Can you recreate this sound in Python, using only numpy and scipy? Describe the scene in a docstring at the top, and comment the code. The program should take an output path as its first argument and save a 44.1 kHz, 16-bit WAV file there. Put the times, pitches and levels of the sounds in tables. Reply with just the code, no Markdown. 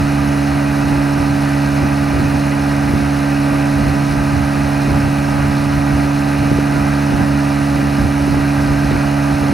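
"""On board a tow boat on a lake, the engine holding a nearly steady speed: a buzz of tones at multiples of the
shaft speed sits over a roar, filtered noise that throbs with the crank. The hiss of wake spray and engine
clatter is flickering treble noise. Head wind on a handheld microphone pair adds gusts of low noise, and each
pop is a short swing of pressure."""
import sys
import numpy as np
from scipy import signal
from scipy.fft import rfft, irfft, next_fast_len
from scipy.io import wavfile
from scipy.ndimage import uniform_filter1d, map_coordinates

SR = 44100
rng = np.random.default_rng(int(sys.argv[2]) if len(sys.argv) > 2 else 0)


def master(y):
    """Save y as 16-bit WAV."""
    cut = np.clip(np.atleast_2d(y).T, -1, 1)
    pcm = np.round(cut * 32767)  # scale
    wavfile.write(sys.argv[1], SR, pcm.astype(np.int16))


N = 420273

# stereo width of the noise, nearly mono in some bands and wide in others:
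# freq_hz [Hz], side_db [dB, side noise against mid noise]
STEREO_WIDTH = [(300, -11), (560, -11), (680, -2.5), (1000, -5.5), (1300, -8), (1800, -19), (2150, -46),
                (2450, -35), (3100, -6.5), (3700, -27), (4400, -51), (6200, -46), (6500, -64), (7700, -63),
                (7950, -5), (10250, -16), (10450, -48), (11650, -50), (11900, -6), (14300, -16),
                (15100, -40)]


def amp(db):
    """Gain of a level in dB."""
    return 10 ** (np.asarray(db) / 20)


def unit(x):
    """Scale x to rms 1."""
    return x / np.sqrt(np.mean(x ** 2) + 1e-20)


def along(points, hz):
    """Read a (freq_hz, value) curve at hz, straight lines on a log frequency axis."""
    freq_hz, value = np.transpose(points)
    return np.interp(np.log(hz + 1), np.log(freq_hz + 1), value)


def resonance(hz, centre_hz, width_hz):
    """Power response of one ringing part, 1 at its centre."""
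    return 1 / (1 + (2 * (hz - centre_hz) / width_hz) ** 2)


def wobble(rate):
    """A smooth random curve through normal random knots, rate knots a second."""
    knots = rng.standard_normal(int(N * rate / SR) + 4)
    return map_coordinates(knots, [np.arange(N) * rate / SR])


def filtered(x, response):
    """Multiply the spectrum of x by a response of frequency, real or complex."""
    size = next_fast_len(N + SR // 2)
    hz = np.fft.rfftfreq(size, 1 / SR)
    return irfft(rfft(x, size) * response(hz), size)[..., :N]


def rush(gain, width, envelope, patchy_db):
    """Stereo noise of rms 1: random patches of level, then a fast envelope, then colour and width."""
    spectrum = signal.stft(rng.standard_normal((2, N)), nperseg=512)[2]
    # smoothing over frequency, then time, turns single random cells into patches
    patches = rng.standard_normal(spectrum.shape[1:])
    patches = uniform_filter1d(patches, size=10, axis=0)
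    patches = unit(uniform_filter1d(patches, size=3, axis=1))
    noise = signal.istft(spectrum * amp(patchy_db * patches), nperseg=512)[1][:, :N]

    def colour_and_width(hz):
        turn = np.arctan(amp(along(width, hz)))  # splits the power between mid and side
        return gain(hz) * np.array([np.cos(turn), np.sin(turn)])

    mid, side = filtered(envelope * noise, colour_and_width)
    return unit(np.array([mid + side, mid - side]))


def wind(steady_rumble_db=-29, steady_flutter_db=-31):
    """A steady stream over the ports with puffs on top, each band lumpy from its own fast envelope."""
    # puffs: centre_s [s], rumble_db [dB], flutter_db [dB], length_s [s]
    gusts = [(0.013, -18, -32, 0.051), (0.92, -23.3, -24, 0.13), (1.21, -22, -27, 0.05),
             (1.83, -24, -23, 0.049), (2.182, -20, -21, 0.095), (2.344, -20.7, -25.4, 0.07),
             (2.92, -22, -25, 0.14), (3.523, -27, -25, 0.05), (3.883, -21, -23, 0.13),
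             (4.17, -22, -28, 0.11), (4.365, -19, -28, 0.099), (4.94, -18, -22, 0.078),
             (5.078, -20, -27, 0.055), (5.416, -21, -31, 0.18), (5.65, -21.2, -31, 0.083),
             (5.78, -20, -28, 0.046), (5.953, -23, -27, 0.074), (6.44, -19, -28, 0.056),
             (6.533, -20, -28, 0.05), (6.788, -26, -23.0, 0.12), (7.135, -20, -19.5, 0.044),
             (7.218, -18, -21.5, 0.04), (7.82, -30, -23, 0.07), (8.028, -20, -20.5, 0.067),
             (8.348, -18.5, -23.5, 0.11), (8.71, -19, -25, 0.088), (8.85, -20, -26, 0.03),
             (8.94, -18.5, -18, 0.04), (9.35, -22, -30, 0.03), (9.43, -25, -23, 0.05),
             (9.52, -20, -16.5, 0.03)]
    # colour of the deep rumble: freq_hz [Hz], relative_db [dB per Hz]
    rumble_colour = [(15, -46), (25, -18), (42, -9), (60, 3.5), (90, 1.5), (140, -3.5), (220, -12),
                     (400, -54), (900, -120)]
    # colour of the higher flutter: freq_hz [Hz], relative_db [dB per Hz]
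    flutter_colour = [(80, -46), (140, -0.5), (240, 2.5), (330, -2.5), (500, -15.5), (800, -15),
                      (1500, -38), (3000, -120)]
    t = np.arange(N) / SR
    rumble_power = np.full(N, amp(2 * steady_rumble_db))
    flutter_power = np.full(N, amp(2 * steady_flutter_db))
    for centre_s, rumble_db, flutter_db, length_s in gusts:
        puff = np.exp(-2.5 * ((t - centre_s) / length_s) ** 2)
        rumble_power += amp(2 * rumble_db) * puff
        flutter_power += amp(2 * flutter_db) * puff
    rumble = rush(lambda hz: amp(along(rumble_colour, hz)), [(60, -8.0)], amp(1.3 * wobble(20)), patchy_db=-0.5)
    flutter = rush(lambda hz: amp(along(flutter_colour, hz)), [(200, -9.0)], amp(1.6 * wobble(35)), patchy_db=0.5)
    # both bands lean to the right port, the flutter more
    rumble *= np.sqrt(rumble_power) * amp([[-.4], [.4]])
    flutter *= np.sqrt(flutter_power) * amp([[-1.1], [1.1]])
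    return rumble + flutter


def pops():
    """An eddy strikes the ports: one push and pull of pressure, a little different at each port."""
    # pops: centre_s [s], level_db [dB, top of the bell envelope before the spread between ports]
    strikes = [(1.229, -10.9), (2.158, -15), (2.938, -7), (3.888, -8), (4.366, -16), (4.886, -6),
               (4.917, -11), (5.08, -12), (6.429, -14), (6.517, -3), (6.588, -3), (6.731, -19),
               (7.126, -10), (7.831, -11), (8.28, -7), (8.345, -12), (8.369, -10), (8.914, -4), (8.955, -8),
               (9.435, -7), (9.519, -15)]
    pitch_hz, pitch_scatter = 260, 0.065  # middle pitch, and its random spread as a share
    out = np.zeros((2, N + SR))
    t = np.arange(-512, 512) / SR
    port = np.array([[1], [-1]])  # left, right
    draws = rng.standard_normal((len(strikes), 4))
    for (centre_s, level_db), (turn, pan, skew, size) in zip(strikes, draws):
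        hz = pitch_hz * np.exp(pitch_scatter * size)
        bell = np.exp(-(3.3 * hz * t) ** 2)
        swing = bell * np.sin(2 * np.pi * hz * t + .4 * turn + 0.27 * skew * port)
        first = round(centre_s * SR)
        out[:, first:first + len(t)] += amp(level_db + 1.1 * pan * port) * swing
    half = len(t) // 2  # puts the middle of each swing on its time
    return out[:, half:half + N]


def crank():
    """Crank angle in radians, the running sum of the shaft speed."""
    # shaft speed: time_s [s], speed_hz [turns per second]
    shaft_speed = [(0.0, 70.88), (2.0, 70.61), (2.8, 70.75), (4.0, 70.57), (5.2, 70.63), (6.2, 70.87),
                   (6.8, 70.87), (7.2, 70.75), (8.0, 70.7), (9.6, 70.75)]
    time_s, speed_hz = np.transpose(shaft_speed)
    return 2 * np.pi * np.cumsum(np.interp(np.arange(N) / SR, time_s, speed_hz)) / SR


def hiss(angle):
    """Wake spray and engine clatter: flickering treble noise that also pulses once and twice a turn."""
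    # colour of the treble: freq_hz [Hz], relative_db [dB per Hz]
    treble_colour = [(1710, -10.5), (2900, -4.5), (3180, -13.5), (3390, -8.5), (4150, -1), (4520, -5),
                     (5360, -4.5), (6410, -9), (7140, -14), (8530, -8), (10500, -8.5), (12100, -13.5),
                     (13400, -12), (14400, -21), (16000, -20.5)]
    # metal parts ringing in the clatter: centre_hz [Hz], width_hz [Hz], boost_db [dB above the hiss]
    rattles = [(4270, 74, 3), (5250, 470, 1.5), (5800, 150, 1), (6300, 220, 4)]
    level_db = -35  # middle level

    def gain(hz):
        ringing_db = sum(boost_db * resonance(hz, centre_hz, width_hz) for centre_hz, width_hz, boost_db in rattles)
        return amp(along(treble_colour, hz) + ringing_db)

    turn_db = 1.0 * np.cos(angle + 2.2) + .6 * np.cos(2 * angle)
    pulse = amp(turn_db + 0.47 * wobble(45))
    level = amp(level_db + 0.21 * wobble(20))
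    return level * rush(gain, STEREO_WIDTH, pulse, patchy_db=0.9)


def roar(angle):
    """Exhaust and intake noise, pushed by the firings, rings in the exhaust and engine cover."""
    # resonances of exhaust and cover: centre_hz [Hz], width_hz [Hz], peak_db [dB], all before sharpening
    cover_modes = [(568, 134, -0.5), (788, 226, 0), (990, 74, -3), (1216, 140, -2), (1415, 185, -2),
                   (1589, 114, -1.5), (1860, 280, -6), (2435, 330, -4.5)]
    # smooth roar under them: freq_hz [Hz], relative_db [dB per Hz, before the low cut]
    smooth_roar = [(100, -33), (250, -12), (400, -5), (1000, -22), (2000, -10.5), (2900, -14), (3600, -34),
                   (6000, -120)]
    # balance of the ports: freq_hz [Hz], left_minus_right_db [dB]
    port_tilt = [(400, 3), (600, -1), (780, -9.5), (1000, -6), (1200, -3), (1350, 0)]
    level_db = -26  # middle level, before the port balance

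    def gain(hz):
        ringing = sum(amp(2 * peak_db) * resonance(hz, centre_hz, width_hz)
                      for centre_hz, width_hz, peak_db in cover_modes)
        power = amp(2 * along(smooth_roar, hz)) + ringing ** 1.5  # the exponent sharpens the peaks
        low_cut = 1 + (250 / (hz + 1)) ** 4
        return np.sqrt(power) / low_cut

    # the throb is strongest four times a turn, weaker at twice and once
    throb_db = 0.27 * np.cos(angle) + 0.48 * np.cos(2 * angle) + 1.8 * np.cos(4 * angle)
    level = amp(level_db + 0.35 * wobble(9.2))
    sound = level * rush(gain, STEREO_WIDTH, amp(throb_db), patchy_db=1.0)
    # the hand and housing shade the left port in the middle range
    return filtered(sound, lambda hz: amp(np.outer([.5, -.5], along(port_tilt, hz))))


def buzz(angle):
    """Each shaft order is a tone of nearly steady level, the high ones wavering more."""
    # engine tones: order [multiple of shaft speed], left_db [dB rms], right_db [dB rms], before wavering
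    order_levels = [(1, -29.5, -28.0), (2, -21.4, -18.8), (3, -30.2, -23.3), (4, -20.2, -16.7),
                    (5, -39.7, -39.0), (6, -56.7, -44.0), (7, -44.7, -45.0), (8, -38.0, -35.2),
                    (9, -38.6, -29.6), (10, -44.2, -31.3), (11, -48.0, -36.7), (12, -47.4, -34.4),
                    (13, -40.1, -43.8), (14, -47.7, -35.9), (15, -53.7, -49.2), (16, -47.9, -51.7),
                    (17, -46.2, -37.3), (18, -38.5, -40.5), (19, -44.8, -45.5), (20, -50.3, -46.0),
                    (21, -48.1, -50.9), (22, -42.2, -42.0), (23, -45.1, -44.5), (25, -45.9, -45.9),
                    (27, -42.2, -41.8), (28, -44.9, -44.8), (29, -54, -54), (30, -52.3, -52.3),
                    (36, -53.3, -53.1), (37, -56, -56), (39, -56, -56), (40, -55.5, -55.5), (41, -59, -59),
                    (43, -61, -61), (45, -62, -62), (46, -63, -63), (53, -61, -61), (60, -60.1, -60.0)]
    out = np.zeros((2, N))
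    for order, left_db, right_db in order_levels:
        loose = min(order / 12, 1)
        # the exhaust pipe spreads each pulse in time: phase grows with the square of the order;
        # odd orders, born of the difference between the two firings of a turn, lie apart from the even
        spread = .3 * order * order + 1.05 * (order % 2) - .75
        level = np.sqrt(2) * amp((.3 + .7 * loose) * wobble(3))
        tone = level * np.cos(order * angle + spread + .1 * loose * wobble(4))
        # a four-stroke repeats every second turn: faint tones half an order either side, fainter low down
        tone *= 1 + 0.14 * loose ** 2 * np.cos(angle / 2 + spread)
        out += amp([[left_db], [right_db]]) * tone
    return out


def scene():
    """Engine, wake and wind, all engine-driven layers sharing one crank."""
    angle = crank()
    return buzz(angle) + roar(angle) + hiss(angle) + wind() + pops()


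def record(dry):
    """Left and right are offset in phase by frequency, the highest peaks rounded off, the top cut away."""
    # stereo phase offset, smooth low down, in bands of offset and no offset in the treble:
    # freq_hz [Hz], left_lead_rad [radians]
    phase_offset = [(60, -.12), (300, -.22), (500, -.8), (700, -1.9), (800, -.3), (1000, -1.7), (1200, -.3),
                    (1280, -1.2), (1900, -.06), (2100, 0), (7750, 0), (7950, 1.7), (8700, 2.1), (10250, .9),
                    (10450, 0), (11650, 0), (11900, -1.5), (13000, -3), (13900, -3.2), (14900, -6.28)]
    ceiling, top_hz = .92, 15900  # rounding level as a share of full scale, band limit in Hz
    stereo = filtered(dry, lambda hz: np.exp(1j * np.outer([.5, -.5], along(phase_offset, hz))))
    rounded = stereo / (1 + np.abs(stereo / ceiling) ** 8) ** (1 / 8)
    return filtered(rounded, lambda hz: hz < top_hz)


dry = scene()
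out = record(dry)
master(out)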